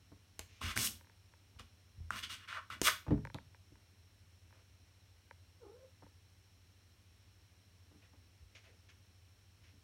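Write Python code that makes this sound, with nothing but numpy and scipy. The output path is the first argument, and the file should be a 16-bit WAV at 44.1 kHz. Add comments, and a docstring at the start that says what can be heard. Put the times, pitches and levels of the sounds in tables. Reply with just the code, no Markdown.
"""A small room hums. A paw pads on the floor, fur rustles, and a kitten hangs from a curtain in front
of a wooden door: its body bumps the door, its claws pluck threads and rip along the cloth, and small
dry ticks sound close by. At about 3 s it lets go and thuds down, ringing the floorboards. At 5.6 s a
cat gives one soft rising trill, a tone chopped by a flutter in its throat, then shifts about."""
import sys
import numpy as np
from scipy import signal
from scipy.fft import rfft, irfft
from scipy.io import wavfile

SR = 44100
rng = np.random.default_rng(int(sys.argv[2]) if len(sys.argv) > 2 else 0)


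def wav_record(signal):
    """Record a signal, one row per channel, as 16-bit PCM in the file named by sys.argv[1]."""
    frames = np.transpose(np.atleast_2d(signal))
    bounded = np.clip(frames, -1, 1)
    # unit amplitude maps onto the largest positive 16-bit level
    quanta = np.round(bounded * 32767).astype(np.int16)
    wavfile.write(sys.argv[1], SR, quanta)


N = 433503
TIME = np.arange(N) / SR


def gain_of(db):
    """Decibels to amplitude."""
    return 10 ** (np.asarray(db) / 20)


def unit_rms(x):
    """Scales to rms 1."""
    return x / np.sqrt(np.mean(x ** 2) + 1e-20)


def curve_at(points, hz, peaks=()):
    """Reads a curve on a log-frequency axis, with peaks and dips on top."""
    point_hz, value = np.transpose(points)
    bumps = sum(db / (1 + (2 * (hz - centre) / width) ** 2) for centre, width, db in peaks)
    return np.interp(np.log(hz + 1), np.log(point_hz + 1), value) + bumps


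def add(mix, start, sound):
    """Lays a sound into the mix at a start in seconds."""
    part = mix[round(start * SR):][:len(sound)]
    part += sound[:len(part)]


def eq_impulse(points, peaks=(), size=4096):
    """The minimum-phase impulse response of an EQ curve."""
    hz = abs(np.fft.fftfreq(size, 1 / SR))
    log_gain = np.log(gain_of(curve_at(points, hz, peaks)))
    return np.fft.ifft(np.exp(np.conj(signal.hilbert(log_gain)))).real[:size // 2]


def through(x, impulse):
    """Convolves and keeps the length."""
    return signal.fftconvolve(x, impulse)[:len(x)]


def band(x, low_hz, high_hz):
    """Band-pass."""
    edges = [low_hz, min(high_hz, .45 * SR)]
    return signal.sosfilt(signal.butter(2, edges, "band", fs=SR, output="sos"), x)


# Rumble and hiss. Each row: frequency in Hz, level in dB per Hz.
AIR_EQ = [(20, -114), (38, -102), (52, -90), (82, -87), (130, -98.5), (280, -103), (500, -109),
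          (1100, -112), (2800, -110), (4800, -114.5), (7200, -119.5), (9000, -118.5), (12000, -122.5),
          (15500, -125)]
# Peaks and dips in the hiss. Each row: centre in Hz, width in Hz, gain in dB.
HISS_PEAKS = [(3600, 160, -2.5), (4070, 150, 6.5), (4950, 400, -8.5), (5470, 790, 11), (10230, 640, -2)]
# Two motors, the slower with an overtone. Each row: frequency in Hz, rms level in dB.
MOTOR_HUM = [(86.7, -69), (100, -70), (173.4, -91)]
def room_tone(drift=0.092):
    """The bed: room rumble, thin microphone hiss and two motors beating against each other."""
    air = through(rng.standard_normal(N), eq_impulse(AIR_EQ, HISS_PEAKS, size=16384)) * np.sqrt(SR / 2)
    knots = np.linspace(0, TIME[-1], 40)
    hum = np.zeros(N)
    for hz, db in MOTOR_HUM:
        phase = np.interp(TIME, knots, 2 * drift * rng.standard_normal(len(knots)))
        wobble = np.interp(TIME, knots, 1 + drift * rng.standard_normal(len(knots)))
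        hum += gain_of(db) * np.sqrt(2) * np.sin(2 * np.pi * hz * TIME + phase) * wobble
    return air + hum


def thud(modes, db, hard_hz, scuff_db, ring_share=0.88, scuff_s=0.0099, rise_s=0.0043):
    """A padded blow rings the wood's modes, rolled off above hard_hz, with a short scuff of fur."""
    t = TIME[:SR // 2]
    ring = np.zeros(len(t))
    for hz, mode_db, t60 in modes:
        decay = gain_of(mode_db - 60 * t / (t60 * ring_share))
        ring += decay * np.sin(2 * np.pi * hz * t) / (1 + (hz / hard_hz) ** 2)
    scuff = unit_rms(band(rng.standard_normal(len(t)), 238, 1015)) * np.exp(-t / scuff_s)
    return gain_of(db) * ring * (1 - np.exp(-t / rise_s)) + gain_of(scuff_db) * scuff


# The ring of the boards. Each row: frequency in Hz, gain in dB, t60 in seconds.
FLOOR_MODES = [(65.5, -16, 0.36), (83.6, -12.5, 0.16), (107.2, -6, 0.21), (141.4, -4, 0.22),
               (209.3, -6, 0.23), (268, -9, 0.19), (289.3, -1.5, 0.2), (334, -11, 0.15), (420, -9.5, 0.23),
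               (537, -13.5, 0.12), (630, -23.5, 0.21), (860, -10, 0.055)]
# Hits on the floor. Each row: start in seconds, gain in dB, hardness in Hz, scuff in dB,
# share of the ring time (a resting paw damps the boards).
FLOOR_HITS = [(.118, -43.5, 600, -59.5, 0.32), (3.066, -47, 900, -48, 0.8), (3.081, -15.5, 75, -44.5, .9),
              (3.1068, -21.5, 800, -38.5, 0.9), (3.1195, -15, 330, -45.5, 0.5),
              (3.143, -32, 300, -53, 0.89), (3.177, -55, 250, -54, .43), (3.346, -29.5, 600, -44.5, 0.18),
              (3.354, -19.5, 252, -76, 0.063), (3.722, -38, 242, -77, 0.17), (6.03, -47, 350, -57.5, 0.44),
              (7.913, -57, 600, -65.5, .6), (7.946, -52.5, 550, -70, 0.66), (8.133, -64, 900, -62.5, 0.76),
              (9.73, -60, 299, -77, 0.86)]
def floor_thuds():
    """Paws and body strike the floorboards: light steps and one heavy landing."""
    out = np.zeros(N)
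    for start, *hit in FLOOR_HITS:
        add(out, start, thud(FLOOR_MODES, *hit))
    return out


def fibre_slips(count, fibres_per_s=5000, catches_per_s=130, catch_db=14, rub=0.31, clump_db=0.6):
    """Raw friction: fibres slip in little clumps, and now and then a whole thread gives way."""
    chance, noise = rng.random(SR)[:count], rng.standard_normal(SR)[:count]
    sizes = gain_of(np.minimum(rng.exponential(1, SR)[:count], 4))
    clumps = np.clip(unit_rms(band(rng.standard_normal(SR), 25.04, 200)), -2, 2)[:count]
    grains = unit_rms(np.sign(noise) * sizes * (chance < fibres_per_s / SR))
    friction = unit_rms((grains + rub * noise) * gain_of(-clump_db * clumps))
    catches = gain_of(catch_db) * np.sign(noise) * (chance < catches_per_s / SR)
    return unit_rms(friction + catches)


def scrape(length, db, swell_db, from_hz, to_hz, skirt_db, eq, peaks=(),
           attack_s=0.0046, release_db_per_s=599, arch_db=1):
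    """Slipping fibres rasp in a band that glides with the stroke's speed; it bites and stops fast."""
    t = TIME[:SR // 3]
    progress = np.minimum(t / length, 1)
    level_db = db - swell_db * (1 - progress) - arch_db * (2 * progress - 1) ** 2
    level_db -= release_db_per_s * np.maximum(t - length, 0)
    centre_hz = from_hz * (to_hz / from_hz) ** (progress ** 2.1)  # holds at first, glides late
    hz, frame_s, spectra = signal.stft(fibre_slips(len(t)), SR, nperseg=256)
    octaves = np.log2((hz[:, None] + 50) / np.interp(frame_s, t, centre_hz))
    sweep = gain_of(-skirt_db * np.hypot(octaves, .5))
    colour = gain_of(curve_at(eq, hz, peaks))[:, None]
    sweep /= np.sqrt(np.mean((sweep * colour) ** 2, axis=0))  # even power along the glide
    rasp = signal.istft(spectra * sweep, SR)[1][:len(t)]
    return through(rasp, eq_impulse(eq, peaks)) * gain_of(level_db) * (1 - np.exp(-t / attack_s))


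# The colour of fur. Each row: frequency in Hz, gain in dB.
FUR_EQ = [(120, -5), (250, 8.5), (550, 10), (800, -2.5), (1200, -3), (2500, 0.5), (4500, -7.5),
          (6500, -3.5), (8000, -17), (16000, -22)]
# Faint movements. Each row: start in seconds, length in seconds, midway level in dB, centre in Hz.
FUR_RUSTLES = [(0.39, 0.028, -58.5, 3300), (0.486, 0.15, -69.5, 3440), (4.524, 0.099, -73, 1300),
               (8.017, 0.043, -70, 2000), (8.548, 0.03, -58.5, 2730), (8.633, 0.061, -67.5, 2300),
               (8.64, .1, -72.5, 550), (8.886, 0.024, -62, 2670), (9.633, 0.068, -70.5, 2500)]
def fur_rustles(fade_db=6, skirt_db=8.5):
    """Fur brushes as the cats shift, each rustle dying away at a steady pitch."""
    out = np.zeros(N)
    for start, length, db, hz in FUR_RUSTLES:
        add(out, start, scrape(length, db - fade_db / 2, -fade_db, hz, hz, skirt_db, FUR_EQ))
    return out


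# The ring of the door. Each row: frequency in Hz, gain in dB, t60 in seconds.
DOOR_MODES = [(60.3, -1.5, 0.1318), (81.1, -2.5, 0.313), (102.3, -5, 0.12), (146, -21.5, 0.19),
              (221, -11, 0.17), (252, -14.5, 0.09), (310.8, -18, 0.087)]
# Hits on the door. Each row: start in seconds, gain in dB, hardness in Hz, scuff in dB.
DOOR_HITS = [(.393, -47.5, 300, -51), (0.639, -33.5, 110, -76), (.661, -38, 240, -72),
             (1.56, -49, 150, -67), (1.6, -47.5, 250, -60), (1.978, -38.5, 80, -84),
             (2.003, -33.5, 90, -71), (2.063, -45.5, 140, -80), (2.818, -43.5, 890, -46),
             (8.422, -44, 80, -75), (9.615, -51, 100, -80)]
def door_bumps():
    """A soft body bumps the wooden door, which answers with a low boom."""
    out = np.zeros(N)
    for start, *hit in DOOR_HITS:
        add(out, start, thud(DOOR_MODES, *hit))
    return out


# Claw catches. Each row: start in seconds, ring peak in dB, ring pitch in Hz, ring t60 in seconds,
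# crack peak in dB.
CLAW_SNAGS = [(.3931, -36.5, 660, 0.0015, -28), (.615, -36, 1120, 0.017, -56),
              (0.7658, -28.5, 1560, .009, -38), (0.7754, -27, 2220, 0.0046, -20),
              (.873, -33.5, 3130, 0.0069, -26), (1.5959, -46.5, 1180, .016, -43),
              (2.1061, -23.5, 1400, 0.0084, -35), (2.239, -38, 3200, 0.0087, -43),
              (2.527, -36, 1460, 0.017, -50), (2.573, -33, 1350, .012, -56),
              (2.7023, -36, 1314, 0.018, -47), (2.816, -23.5, 326, 0.0093, -17.5),
              (2.8194, -45, 700, .0075, -26.5), (3.3445, -34.5, 3680, 0.0015, -43.5)]
def claw_snags(crack_s=0.0012, fray=0.64, rise_s=0.00052):
    """A claw plucks a thread of the taut cloth or clicks on wood: a crack and a brief ring."""
    t = TIME[:4096]
    out = np.zeros(N)
    for start, ring_db, hz, t60, crack_db in CLAW_SNAGS:
        ring = np.sin(2 * np.pi * hz * t) * gain_of(-60 * t / t60) * (1 - np.exp(-t / rise_s))
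        fraying = fray * rng.standard_normal(len(t)) * np.exp(-t / crack_s)
        crack = band((t == 0) + fraying, 1100, 9300)
        add(out, start, gain_of(ring_db) * ring / abs(ring).max())
        add(out, start, gain_of(crack_db) * crack / abs(crack).max())
    return out


# The colour of the cloth. Each row: frequency in Hz, gain in dB.
CLOTH_EQ = [(150, -11), (400, -8.5), (620, -1.5), (800, -13.5), (1050, 4.5), (2000, -0.5), (3300, -1.5),
            (4500, -3), (6200, -0.5), (7300, -5.5), (8500, 0.5), (10300, -5.5), (12500, -2.5),
            (16000, -7.5)]
# Resonances and dips under the claws. Each row: centre in Hz, width in Hz, gain in dB.
CLOTH_RESONANCES = [(1120, 60, -1), (1300, 180, 3.5), (1470, 100, 2), (1750, 23, -2.5), (2856, 83, 8.5),
                    (3374, 76, 6.5), (3526, 60, 4), (6020, 258, -2)]
# Rips. Each row: start in seconds, length in seconds, level swelled to in dB, swell in dB, opening
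# centre in Hz, closing centre in Hz, slope of the band's skirts in dB per octave, flap level in dB.
CLAW_STROKES = [(0.609, .11, -43, 3, 2550, 1980, 8.5, -45), (0.756, 0.11, -35, 6.5, 5100, 7650, 7, -37.5),
                (1.586, 0.017, -55.5, -2, 2600, 2880, 12, -62.5),
                (2.105, 0.087, -46, 5, 1530, 2660, 7.5, -49.5), (2.224, 0.016, -40, 6, 2700, 2870, 13, -60),
                (2.291, 0.052, -46.5, 1.5, 2930, 2970, 9.5, -59.5),
                (2.373, .075, -59, 5, 2350, 2000, 14, -77), (2.475, 0.11, -44.5, 5, 2040, 1140, 12.5, -68),
                (2.699, 0.046, -48.5, -0.5, 1900, 1600, 10, -53),
                (2.825, 0.057, -24, 19, 5460, 1580, 5, -55)]
def claw_rips(echo_s=0.00423, echo_db=-16):
    """Claws drag through the curtain and jerk it; returns the rasps and the flaps as two stems."""
    rasps, flaps = np.zeros((2, N))
    for start, *stroke, flap_db in CLAW_STROKES:
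        rasp = scrape(*stroke, CLOTH_EQ, CLOTH_RESONANCES)
        add(rasps, start, rasp)
        add(rasps, start + echo_s, -gain_of(echo_db) * rasp)  # a near surface combs the rasp
        add(flaps, start, curtain_flap(flap_db))
    return rasps, flaps


# The low whump of the curtain. Each row: frequency in Hz, gain in dB.
FLAP_EQ = [(20, -43), (45, -5.5), (70, 2.5), (110, 0.5), (160, -13.5), (215, -1), (280, -9), (450, -19.5),
           (900, -22), (3000, -59.5)]
def curtain_flap(db, rise_s=0.011, fade_db_per_s=128):
    """The heavy cloth pushes air as a stroke jerks it, then settles."""
    t = TIME[:SR // 2]
    air = unit_rms(through(rng.standard_normal(len(t)), eq_impulse(FLAP_EQ)))
    return air * gain_of(db - fade_db_per_s * t) * (1 - np.exp(-t / rise_s))


# The colour of a thin shell. Each row: frequency in Hz, gain in dB.
SHELL_EQ = [(150, -39), (400, -6), (550, 3.5), (700, -15.5), (920, 7.5), (1200, -7.5), (1600, 2.5),
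            (2400, -4), (2750, -20), (4500, -20.5), (12000, -33)]
# Close, dry ticks and knocks. Each row: start in seconds, peak in dB, treble limit in Hz.
CLOSE_TICKS = [(1.01, -51, 6000), (1.045, -57, 6000), (1.070, -57, 5960), (1.097, -52.5, 6000),
               (1.337, -52, 6000), (3.251, -34.5, 14000), (3.2713, -40.5, 8000), (3.3, -44, 4930),
               (3.385, -40.5, 4976), (3.546, -50, 5000), (3.755, -56.5, 3000), (4.507, -59, 4000),
               (4.526, -52.5, 3000), (5.31, -40.5, 5100), (6.022, -53, 750), (6.03, -56.5, 700),
               (6.064, -55, 750)]
def close_ticks(lag_s=0.0018, size=4096):
    """Ticks cross a thin shell as bending waves, treble first; softer contacts are duller."""
    hz = np.fft.rfftfreq(size, 1 / SR)
    dispersion = np.exp(-4j * np.pi * lag_s * np.sqrt(1000 * hz))  # lag_s is the delay at 1 kHz
    shell = irfft(rfft(eq_impulse(SHELL_EQ), size) * dispersion)[:size // 2]
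    out = np.zeros(N)
    for start, db, limit_hz in CLOSE_TICKS:
        tick = band(shell, 100, limit_hz)
        add(out, start - lag_s / 4, gain_of(db) * tick / abs(tick).max())
    return out


# The envelope of the call. Each row: time in seconds, level in dB.
TRILL_ENVELOPE = [(5.6, -80), (5.626, -58.5), (5.654, -56.5), (5.814, -68), (5.844, -59.5), (5.858, -66),
                  (5.88, -84)]
def cat_trill(top_hz=528, dip_hz=396, dip_at_s=5.662, sag_s=0.0358, climb_s=0.083,
              flutter_hz=62, flutter_depth=0.53, jitter=0.055, open_db=14, shut_db=24):
    """A closed-mouth call: a nearly pure tone dips and rises, chopped by a flutter in the throat."""
    times, level_db = np.transpose(TRILL_ENVELOPE)
    t = np.arange(times[0], times[-1], 1 / SR)
    closing = np.linspace(0, 1, len(t)) ** 3  # overtones fade and the flutter calms at the end
    glide_s = np.where(t < dip_at_s, sag_s, climb_s)
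    hz = top_hz + (dip_hz - top_hz) * np.exp(-((t - dip_at_s) / glide_s) ** 2)
    rolloff_db = open_db + (shut_db - open_db) * closing
    waver, uneven = (unit_rms(band(row, 21, 99))[:len(t)] for row in rng.standard_normal((2, SR)))
    phase = 2 * np.pi * np.cumsum(hz * (1 + jitter * waver)) / SR
    voice = sum(gain_of(-rolloff_db * k ** 0.32) * np.sin((k + 1) * phase) for k in range(3))
    flutter_phase = 2 * np.pi * np.cumsum(flutter_hz * (1 + 0.19 * uneven)) / SR
    chop = 1 + flutter_depth * (1 - closing) * np.sin(flutter_phase)
    out = np.zeros(N)
    add(out, times[0], gain_of(np.interp(t, times, level_db)) * unit_rms(voice * chop))
    return out


# The room's decay. Each row: frequency in Hz, t60 in seconds.
ROOM_DECAY = [(100, 0.45), (400, 0.17), (1500, 0.28), (4000, 0.3), (8000, 0.25), (15000, 0.29)]
def room_reverb(x, predelay_s=0.0044, echoes_per_s=3000):
    """Scattered echoes of a small furnished room, each band dying at its own speed."""
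    taps = rng.choice([-1., 1.], SR) * (rng.random(SR) < echoes_per_s / SR) * (TIME[:SR] > predelay_s)
    hz, t, spectra = signal.stft(taps, SR)
    decay = gain_of(-60 * t / curve_at(ROOM_DECAY, hz)[:, None])
    tail = signal.istft(spectra * decay, SR)[1]
    return through(x, tail / np.linalg.norm(tail))


def scene(scrape_send_db=-7.0, snag_send_db=-9.5, wood_send_db=-8.0, trill_send_db=-3.5):
    """The mono mix with its reverb sends; flaps, ticks and room tone stay dry."""
    rasps, flaps = claw_rips()
    scrapes = rasps + fur_rustles()
    snags = claw_snags()
    wood = floor_thuds() + door_bumps()
    trill = cat_trill()
    reverb = room_reverb(gain_of(scrape_send_db) * scrapes + gain_of(snag_send_db) * snags
                         + gain_of(wood_send_db) * wood + gain_of(trill_send_db) * trill)
    return (scrapes + flaps + snags + wood + trill + reverb + close_ticks() + room_tone())[None]


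def record(dry, low_cut_hz=44, high_cut_hz=16000):
    """A small microphone loses the deepest bass; a steep low-pass trims the top."""
    thin = signal.sosfilt(signal.butter(4, low_cut_hz, "high", fs=SR, output="sos"), dry)
    low_pass = signal.firwin(511, high_cut_hz, window=("kaiser", 9), fs=SR)
    return signal.oaconvolve(thin, low_pass[None], "same")


dry = scene()
out = record(dry)
wav_record(out)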